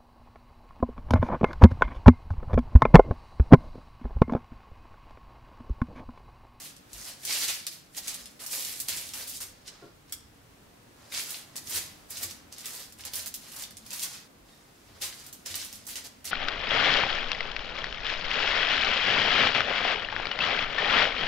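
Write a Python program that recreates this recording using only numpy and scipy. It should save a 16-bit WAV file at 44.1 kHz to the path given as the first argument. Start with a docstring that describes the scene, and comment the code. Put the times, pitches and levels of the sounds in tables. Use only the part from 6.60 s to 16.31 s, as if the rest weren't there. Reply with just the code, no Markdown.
"""Soft bristles scrape butter over baking paper: clumps of noise slips, shaped in level and tone by each push.
The paper snaps in sharp clicks with showers of smaller ones; near surfaces echo them and a small kitchen rings on.
The wooden counter thumps in two low modes; a dish tap and a hollow knock ring, a faint squeak glints.
Soft low bumps and a lumpy room tone lie under it all. At 7.68 s the ringing of the room stops short."""
import sys
import numpy as np
from scipy import signal
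from scipy.fft import rfft, irfft, next_fast_len
from scipy.io import wavfile
from scipy.ndimage import uniform_filter1d, map_coordinates

SR = 44100
rng = np.random.default_rng(int(sys.argv[2]) if len(sys.argv) > 2 else 0)


def log_audio(samples):
    """Write samples as a 16-bit WAV file to the path given in sys.argv[1]."""
    # one column per channel
    frames = np.atleast_2d(samples).T
    # limit to full scale, then quantise
    limited = np.clip(frames, -1, 1)
    pcm = np.round(limited * 32767).astype(np.int16)
    wavfile.write(sys.argv[1], SR, pcm)


N = 428211


def amp(db):
    """dB to gain."""
    return 10 ** (np.asarray(db) / 20)


def unit(x):
    """x at rms 1."""
    return x / np.sqrt(np.mean(x ** 2) + 1e-20)


def along(points, hz):
    """Read (f/Hz, value) points on a log frequency axis."""
    f, value = np.transpose(points)
    return np.interp(np.log(hz + 1), np.log(f + 1), value)


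def wobble(rate):
    """A smooth random curve, rate knots a second."""
    knots = rng.standard_normal(int(N * rate / SR) + 4)
    return map_coordinates(knots, [np.arange(N) * rate / SR])


def filtered(x, response):
    """x through a filter given as a function of frequency."""
    size = next_fast_len(N + SR // 2)
    gain = response(np.fft.rfftfreq(size, 1 / SR))
    return irfft(rfft(x, size) * gain, size)[..., :N]


def add(track, s, sound):
    """Mix a sound in at time s."""
    part = track[..., max(round(s * SR), 0):][..., :sound.shape[-1]]
    part += sound[..., :part.shape[-1]]


def ringing(modes, blur, rise):
    """Dying modes; a rattling contact blurs each one with a wandering phase."""
    t = np.arange(SR // 2) / SR
    wander = blur * np.cumsum(rng.standard_normal((len(modes), len(t))), axis=1)
    ring = np.zeros(len(t))
    for (hz, db, t60), phase in zip(modes, wander):
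        ring += amp(db - 60 * t / t60) * np.sin(2 * np.pi * hz * t + phase)
    return ring * (1 - np.exp(-t / rise))


# spectrum of the room tone: (f/Hz, relative level/dB per Hz)
AIR_SPECTRUM = [(12, -55), (20, -12.5), (95, -5.5), (123, -7), (158, -6.5), (284, -7), (317, -11),
                (620, -13.5), (674, -13), (891, -15.5), (1510, -18), (1950, -19.5), (2180, -20.5),
                (15800, -31)]
# likeness of the room tone at left and right: (f/Hz, correlation)
AIR_LIKENESS = [(60, 0.87), (130, 0.93), (290, 0.61), (640, 0), (1410, -0.0), (3100, 0.042), (6820, 0.061),
                (15000, 0.041)]
AIR_DB, AIR_DRIFT_DB = -55.5, 1  # level and its slow drift


def room_tone(patchy_db=3):
    """Low lumpy hum of the house, alike at both ports, under unrelated hiss."""
    hz, t, z = signal.stft(rng.standard_normal((2, N)), SR, nperseg=2048)
    patches = uniform_filter1d(rng.standard_normal(z.shape[1:]), size=2, axis=0)
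    patches = unit(uniform_filter1d(patches, size=12, axis=1))
    depth = 1 / (1 + hz / 400)[:, None]  # the patches are deepest in the bass
    pair = signal.istft(z * amp(patchy_db * depth * patches), SR, nperseg=2048)[1][:, :N]

    def mid_side_gain(hz):
        turn = np.arccos(np.clip(along(AIR_LIKENESS, hz), -1, 1)) / 2
        return amp(along(AIR_SPECTRUM, hz)) * [np.cos(turn), np.sin(turn)]

    mid, side = filtered(pair, mid_side_gain)
    return amp(AIR_DB + AIR_DRIFT_DB * wobble(1.46)) * unit(np.array([mid + side, mid - side]))


# near echoes: (mean delay t/s, level/dB)
NEAR_ECHOES = [(.0026, -13), (.0073, -5.5), (.0146, -8), (.022, -14)]
# decay of the kitchen's diffuse tail: (f/Hz, t60/s)
KITCHEN_DECAY = [(200, 0.39), (1500, 0.62), (5000, 0.47), (15000, 0.17)]


def kitchen(x, tail_db=-5):
    """Near surfaces echo once, their paths shifting as the brush travels; the diffuse tail changes too."""
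    out = np.zeros((2, N))
    for delay, db in NEAR_ECHOES:
        for port in range(2):
            late = (delay + .00025 * wobble(14)) * SR
            out[port] += amp(db) * map_coordinates(x[port], [np.arange(N) - late])
    step = SR // 5  # a new tail every 0.2 s
    for start in range(0, N, step):
        hz, t, z = signal.stft(rng.standard_normal((2, SR * 3 // 5)), SR, nperseg=256)
        decay = amp(-60 * t / along(KITCHEN_DECAY, hz)[:, None])
        tail = signal.istft(z * decay, SR, nperseg=256)[1]
        tail = tail / np.linalg.norm(tail[0])
        piece = x[:, start:start + step].mean(0)[None]
        wet = signal.fftconvolve(piece, tail, axes=1)
        wet += 0.12 * wet[::-1]  # the ports are close enough to share part of the tail
        add(out, start / SR + 0.0036, amp(tail_db) * wet)
    return out


# soft low bumps: (t/s, level/dB, f/Hz)
LOW_BUMPS = [(0.029, -73, 70.0), (0.329, -47.5, 48.4), (1.599, -56.5, 58.7), (2.299, -57, 69.5),
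             (7.799, -55.5, 45.8), (9.549, -64, 47.6)]


def bumps():
    """Low sines swell softly and die away, one swell each."""
    out, t = np.zeros(N), np.arange(SR // 3) / SR
    for s, db, hz in LOW_BUMPS:
        swell = t / 0.033 * np.exp(1 - t / 0.028)
        add(out, s, amp(db) * swell * np.sin(2 * np.pi * hz * t))
    return out


# thumps of the worktop: (t/s, level/dB, upper mode level/dB relative to the lower)
COUNTER_THUMPS = [(2.306, -52, -8), (5.025, -55, -17), (5.142, -47, -5.5), (5.635, -48.5, -3.5),
                  (8.411, -60, 6.5), (8.903, -48, -7), (9.679, -52, -15)]
# lower and upper mode of the worktop: (f/Hz, t60/s)
COUNTER_MODES = [(90, 0.48), (340, 0.48)]


def counter():
    """Firm strokes push the worktop softly into its low modes."""
    out, t = np.zeros(N), np.arange(SR // 2) / SR
    (low_hz, low_t60), (high_hz, high_t60) = COUNTER_MODES
    onset = 1 - np.exp(-t / 0.0029)
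    for s, db, upper_db in COUNTER_THUMPS:
        low = amp(-60 * t / low_t60) * np.sin(2 * np.pi * low_hz * t)
        high = amp(upper_db - 60 * t / high_t60) * np.sin(2 * np.pi * high_hz * t)
        add(out, s, amp(db) * onset * (low + high))
    return out


# the tap: (t/s, level/dB)
DISH_TAP = (3.524, -31.5)
# modes of the dish: (f/Hz, level/dB, t60/s)
DISH_MODES = [(1400, -12, .02), (2200, -13, .025), (3235, -11, .07), (3360, -12, .06), (5900, -9, .04),
              (8520, -9, .04)]


def dish_tap():
    """A tap sets the short bright modes of a dish ringing, blurred by the contact."""
    out = np.zeros(N)
    s, db = DISH_TAP
    add(out, s, amp(db) * ringing(DISH_MODES, blur=.14, rise=.0005))
    return out


# the knock: (t/s, level/dB)
HOLLOW_KNOCK = (3.222, -43)
# modes of the hollow body: (f/Hz, level/dB, t60/s)
HOLLOW_MODES = [(127, -8.5, 0.19), (253, -8, 0.16), (362, -1.5, 0.22), (397, 0.5, 0.1), (580, -10, 0.1),
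                (687, -3.5, 0.089), (1065, -6, 0.066), (1400, -4, 0.081)]


def knock():
    """A hollow knock rings lower modes with a softer onset."""
    out = np.zeros(N)
    s, db = HOLLOW_KNOCK
    add(out, s, amp(db) * ringing(HOLLOW_MODES, blur=.07, rise=.006))
    return out


# swell of the squeak: (t/s, level/dB)
SQUEAK_SWELL = [(7.87, -85), (7.9, -73), (7.933, -64), (7.95, -74), (8.05, -83)]
# its harmonics: (multiple of the fundamental, level/dB)
SQUEAK_HARMONICS = [(1, -13), (2, 0), (3, -6), (4, -9)]
SQUEAK_HZ = 1848


def squeak():
    """A thin harmonic tone whose pitch trembles and whose harmonics flicker."""
    t = np.arange(N) / SR
    s, level = np.transpose(SQUEAK_SWELL)
    db = np.interp(t, s, level)
    phase = 2 * np.pi * np.cumsum(SQUEAK_HZ * (1 + .003 * wobble(60))) / SR
    tone = np.zeros(N)
    for multiple, harmonic_db in SQUEAK_HARMONICS:
        tone += amp(db + harmonic_db + 3.1 * wobble(40)) * np.sin(multiple * phase)
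    return tone * ((t > s[0]) & (t < s[-1]))


def push(row, t):
    """Level of one scrape in dB at times t: rise, hold, fall."""
    s, db, rise, hold, fall = row[:5]
    before = np.clip(s - t, 0, None)
    after = np.clip(t - s - hold, 0, None)
    return db - 20 * before / max(rise, 1e-3) - 20 * after / max(fall, 1e-3)


# chance snaps: slots a second, level at a -39 dB scrape, usual pitch
CRACKLE_PER_S, CRACKLE_DB, CRACKLE_HZ = 15, -36, 6000
CRACKLE_GROWS = 0.77  # dB more for each dB of scrape over -40; one for one below


def crackle():
    """Small snaps at chance times over the first 8 s, as strong as the scrape allows."""
    s = (np.arange(120) + rng.random(120)) / CRACKLE_PER_S
    size, pitch, pan = rng.standard_normal((3, len(s)))
    scrape_db = np.max([push(row, s) for row in SCRAPES], axis=0)
    growth = np.where(scrape_db > -40, CRACKLE_GROWS, 1)
    db = CRACKLE_DB + growth * (scrape_db + 39) + 3 * size
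    hz = np.clip(CRACKLE_HZ * np.exp(.35 * pitch), 2e3, 13e3)
    return [row for row in zip(s, db, hz, 4 * pan) if row[0] < N / SR]


# the clear paper snaps: (t/s, level/dB, centre f/Hz, left over right level/dB)
PAPER_SNAPS = [(0.018, -26.5, 6730, -2.5), (0.164, -34.5, 5600, 0), (0.331, -25.5, 7080, 2),
               (0.448, -28, 6260, -2.0), (0.6337, -29, 4890, 1.5), (0.6507, -15, 7930, 0),
               (0.6693, -24, 6240, -7), (0.7242, -17, 4910, 1), (0.825, -22, 4680, 0.0),
               (0.884, -18, 5190, -1.0), (1.067, -15, 6260, -0.5), (1.3476, -30.5, 4420, -1),
               (1.4739, -18.5, 6000, -4), (1.4797, -15, 6680, -0.5), (1.5424, -19.5, 7600, -1.0),
               (1.6566, -27, 5630, 0.0), (1.801, -31.5, 7200, 2), (1.837, -26, 7320, -1),
               (1.8628, -17.5, 9370, -2.0), (1.9113, -25, 5950, 7), (2.0486, -17, 6860, -1.5),
               (2.069, -22, 6870, -1.5), (2.138, -29.5, 4770, -7), (2.2014, -14.5, 9560, 1),
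               (2.2845, -15, 7220, 1), (2.4896, -27, 5960, -3), (2.536, -21, 6410, 1),
               (2.819, -24.5, 9140, -3), (3.0783, -30, 3550, 1), (3.495, -40, 5290, -3),
               (3.5231, -17, 8000, -2), (4.5215, -25.5, 2570, 4), (4.576, -17, 4720, -1.0),
               (4.706, -20, 10200, -5), (4.7434, -23, 3340, 2), (4.9641, -18.5, 7440, -0.5),
               (5.0717, -23.5, 5880, -5), (5.0948, -21, 9230, -2.5), (5.108, -23, 9500, -4),
               (5.123, -28, 3390, -3.0), (5.5048, -21, 12200, -3), (5.5705, -23, 5700, -3.0),
               (5.611, -26, 9100, -3.0), (5.6306, -15, 9750, -1.0), (5.7094, -25, 5030, -6),
               (5.925, -27, 6140, 0.0), (5.9825, -26, 6900, -2), (6.0072, -26, 6560, -0.5),
               (6.057, -18, 7650, -1.5), (6.1054, -28, 7650, -2.5), (6.1509, -24, 13500, -1.5),
               (6.323, -32, 7500, 0), (6.3959, -34, 2900, -2.0), (6.4074, -29, 5290, -1.5),
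               (6.4366, -29.5, 3940, -5), (6.451, -19, 7900, -2), (6.535, -20.5, 4160, -3.0),
               (6.555, -14, 8900, -2.5), (6.6596, -20.5, 8760, -7), (6.673, -22.5, 8650, -5),
               (6.7403, -19, 7600, -1.5), (6.8843, -32, 7930, -0.5), (6.9187, -29, 7100, -9),
               (6.963, -24, 8470, -1.0), (7.0215, -20, 7120, -2.0), (7.0369, -23, 4470, -2.0),
               (7.169, -26.5, 6840, -4), (7.2634, -29, 8600, -1.0), (7.3054, -22.5, 5460, 0),
               (7.3302, -18.5, 8120, -0.5), (7.3944, -18.5, 6560, 0), (7.42, -23, 6350, 6),
               (7.4324, -17, 6760, 1), (7.8864, -44, 3660, 0.0), (8.4205, -18, 4370, 2),
               (8.4352, -17, 5440, 0.0), (8.5265, -26.5, 3420, -1.5), (8.664, -27, 10600, -2.5),
               (8.7273, -24, 9400, -3.5), (8.8594, -25, 4420, -2), (8.8657, -28, 4030, -1.0),
               (8.9416, -17.5, 3940, -2), (8.954, -15, 8600, -3), (9.0259, -27.5, 3810, -2.5),
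               (9.047, -23.5, 9630, -6), (9.1272, -24.5, 7530, -4), (9.1546, -27.5, 8730, -3.5),
               (9.2539, -38, 9300, -1.5), (9.267, -25, 7990, -7), (9.356, -21.5, 4890, -1.5),
               (9.653, -19.5, 8120, -3), (9.6749, -23, 5520, -3.0)]
SHOWER_DB = -14.5  # gain of the smaller clicks after a snap


def snaps():
    """A crease lets go: one sharp click around its own pitch, then a short shower of smaller ones."""
    out, t = np.zeros((2, N)), np.arange(SR // 10) / SR
    for s, db, hz, pan_db in list(PAPER_SNAPS) + crackle():
        # the two ports hear the crease from different sides
        pitch = hz * rng.uniform(.85, 1.15, (2, 1))
        single = np.exp(-((t - .001) * hz / .6) ** 2) * np.sin(2 * np.pi * pitch * (t - .001))
        click = .7 * single
        for lag in rng.integers(8, 60, size=3):  # it tears in a few steps, lags in samples
            click = click + rng.uniform(-.6, .6) * np.roll(single, lag, axis=1)
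        envelope = amp(-60 * t / 0.058) * (1 - np.exp(-t / 0.00021))
        shower = envelope * rng.standard_normal((2, len(t))) * rng.exponential(1.0, len(t))
        band = [hz / SR, min(4 * hz / SR, .75)]  # half to twice the pitch, capped
        shower = signal.lfilter(*signal.butter(2, band, "bandpass"), shower)
        pan = amp([[pan_db / 2], [-pan_db / 2]])
        add(out, s, amp(db) * pan * (click + amp(SHOWER_DB) * shower))
    return out


def slips(rate, centre_hz):
    """Bristles stick and slip near one pitch, as mid and side; the finest are the most uneven."""
    spread_db = 3.5 + centre_hz / 3000
    slipping = rng.random(N) < rate / SR
    size = slipping * amp(spread_db * np.clip(rng.standard_normal(N), -3, 2.4))
    pair = size * rng.standard_normal((2, N))
    return filtered(pair, lambda hz: np.exp(-np.log2(hz / centre_hz + 1e-9) ** 2 / .5))


# spectrum of scraped paper: (f/Hz, relative level/dB per Hz)
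PAPER_SPECTRUM = [(150, -39), (250, -7.5), (420, -10), (509, -5.5), (745, -7.5), (1070, -6.5), (1170, -6),
                  (1770, -3), (2030, -0.5), (2300, -1), (4830, 4), (11700, -4), (15700, -12.5)]
# side gain of the bristles: (f/Hz, level/dB)
SIDE_SPREAD = [(300, -20), (1000, -32), (4000, -6), (15000, -3)]
# pushes of the bristles: (full from t/s, level/dB, rise/s per 20 dB, hold/s, fall/s per 20 dB,
# treble of light fast bristles level/dB, low rustle of pressed paper level/dB);
# a rise or fall under 1 ms, or negative, plays as 1 ms
SCRAPES = [(0, -47.5, .05, 0.067, 0.09, 5.5, 2), (0.354, -49.5, 0.07, 0.099, .1, 4, 4.5),
           (0.48, -40.5, 0.09, .005, 0.09, 1.5, 1.5), (0.644, -46.5, 0.07, 0.019, 0, 6.5, 5.5),
           (0.678, -32.5, 0.02, .17, 0.07, 2, -0.5), (0.884, -31, 0.04, 0.0045, .13, 2, -2.5),
           (1.067, -37, -0.01, 0.0083, 0.02, 1, 0.5), (1.114, -46, -0.4, 0.0055, 0.11, 5, -1),
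           (1.377, -39.5, .04, .005, 0.03, 7, 0), (1.481, -41, 0.1, .005, 0.22, 2.5, 3),
           (1.794, -46.5, -0.07, 0.041, 0.23, 3, 4.5), (1.933, -35.5, 0.05, .005, 0.37, 7, 0.5),
           (2.193, -47.5, -0.25, 0.015, 0.07, 9, -7), (2.282, -32.5, -0.0862, 0.0039, 0.12, 2.5, 0),
           (2.32, -42, -0.03, 0.056, 0.28, 5.5, 1), (2.537, -42, -0.12, 0.048, 0.2, 6, 3.5),
           (2.674, -43, -0.32, 0.097, 0.05, 6.5, -13), (2.802, -43, 0, 0.0098, 0.09, 7, 3),
           (3.08, -43.5, .03, 0.0027, 0.02, -1, 1), (3.15, -60, 0.5, 0.11, 0.1, -17, 8.5),
           (4.415, -60.5, 0.13, .11, 1.7, -2, 11.5), (3.48, -61.5, -0.4, 0.052, -0.7, -4, 8),
           (4.527, -45, 0.03, 0.0091, 0.14, 6, 2.5), (4.546, -35, 0.04, 0.0046, 0.08, -5, 0),
           (4.575, -35.5, 0.03, 0.0057, 0.11, 3, -1.5), (4.673, -44.5, 0.1, 0.088, .1, 6.5, 3.5),
           (4.957, -43, -0.01, 0.028, 0.02, 5.5, 4.5), (5.148, -36.5, 0.1066, 0.012, 0.13, 7, 2.5),
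           (5.508, -43, 0.02, 0.035, 0.16, 3.5, 0), (5.568, -46.5, .005, .005, .07, 7, 3),
           (5.633, -36.5, .04, 0.0024, .05, 4.5, 3.5), (5.705, -47, 0.1, .005, 0.07, 5.5, 3.5),
           (5.919, -53.5, .01, 0.15, 0, -1, 3), (6.049, -45, 0.02, 0.15, 0.11, 5, 3.5),
           (6.389, -48, 0.02, 0.015, .04, 3, 3), (6.442, -46.5, .003, 0.042, -0.08, 1, 5),
           (6.535, -40.5, .003, .012, 0.01, 10.5, 3), (6.564, -40, 0.06, 0.036, 0.1, 5.5, 2.5),
           (6.667, -40.5, .015, .003, -0.01, 11, 4), (6.742, -47, -0.1, 0.013, 0.07, 9.5, -17),
           (6.807, -57, -0.8, .08, .1, 2, 3), (7.013, -44.5, 0.25, 0.0044, 0.06, 5, 5),
           (7.107, -49, 0, .005, -0.14, 4, 1), (7.17, -55.5, .003, .005, -0.4, -1, -8),
           (7.26, -52.5, .006, .02, -0.16, 0, 7), (7.315, -46, 0.06, 0.052, -0.06, 1, 2),
           (7.433, -36.5, 0.14, 0.0069, 0.074, 5, 1), (7.547, -46, .2, 0.013, 0.1, 1, 3.5),
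           (7.86, -67, -6, 0.23, 4, 0, 8), (8.322, -59.5, .1, 0.034, .2, -11, 9.5),
           (8.417, -35, 0.01, 0.029, 0.0751, 4, 0.5), (8.596, -53.5, 0.28, 0.1, -0.5, 2.5, 4),
           (8.729, -58, .003, 0.0091, 0.14, 8, -14), (8.86, -39.5, .005, 0.034, 0.09, 1.5, 1.5),
           (8.961, -41, 0.03, .045, 0.24, 0.5, 0), (9.27, -47.5, -0.13, .01, 0, 8, 4),
           (9.285, -42.5, -0.04, 0.022, 0.11, 6, 0), (9.355, -39, -0.02, 0.018, .07, 0, 1.5),
           (9.442, -45.5, -0.12, 0.029, -0.12, 3, 4), (9.645, -39, -0.07, .06, -2, -1, 0)]
# hard pushes rasp here: centre, width, dB more for each dB of scrape over -40
RASP_HZ, RASP_OCT, RASP_GROWS = 2340, 0.47, 0.31


def bristles():
    """Coarse and fine bristles slip each on their own, in clumps; speed brightens, pressure deepens."""
    bands = np.zeros((2, N))
    for hz in 300 * 2. ** np.arange(0, 6, .64):
        bands += unit(slips(1500 + hz / 2, hz)) * amp(2 * wobble(60)) * np.sqrt(hz)
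    clumps = bands * amp(1.2 * wobble(45))
    pair = unit(filtered(clumps, lambda hz: amp(along(PAPER_SPECTRUM, hz))))

    hz, t, z = signal.stft(pair, SR, nperseg=256)
    treble = np.clip(np.log(hz / 5000 + 1e-9) / np.log(2.2), 0, 1.3)[:, None]
    rustle = np.clip(-np.log(hz / 3000 + 1e-9) / np.log(2.2), 0, 1.3)[:, None]
    rasp = RASP_GROWS * np.exp(-(np.log2(hz / RASP_HZ + 1e-9) / RASP_OCT) ** 2)[:, None]
    power = 0
    for row in SCRAPES:
        db, treble_db, rustle_db = row[1], row[5], row[6]
        tone_db = rasp * max(db + 40, 0) + treble * treble_db + rustle * rustle_db
        power = power + amp(push(row, t) + tone_db) ** 2
    mid, side = signal.istft(z * np.sqrt(power), SR, nperseg=256)[1][:, :N]
    side = filtered(side, lambda hz: amp(along(SIDE_SPREAD, hz)))
    return np.array([mid + side, mid - side]) * amp([[-2.2], [-.8]])  # left and right trim


HUSH = 7.68  # s, the ringing of the room stops short


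def scene():
    """Close sounds ring in the kitchen over thumps, bumps and room tone."""
    near = bristles() + snaps() + dish_tap() + knock() + squeak()
    t = np.arange(N) / SR
    before = np.arange(N) < HUSH * SR
    fade = np.clip((HUSH - t) / 0.006, 0, 1)
    early, late = near * before, near * ~before
    close = fade * (early + kitchen(early)) + late + kitchen(late)
    return close + counter() + bumps() + room_tone()


TOP_HZ = 15750


def record(dry):
    """A sharp band limit: nothing from TOP_HZ up is kept."""
    return filtered(dry, lambda hz: hz < TOP_HZ)


dry = scene()
out = record(dry)
log_audio(out)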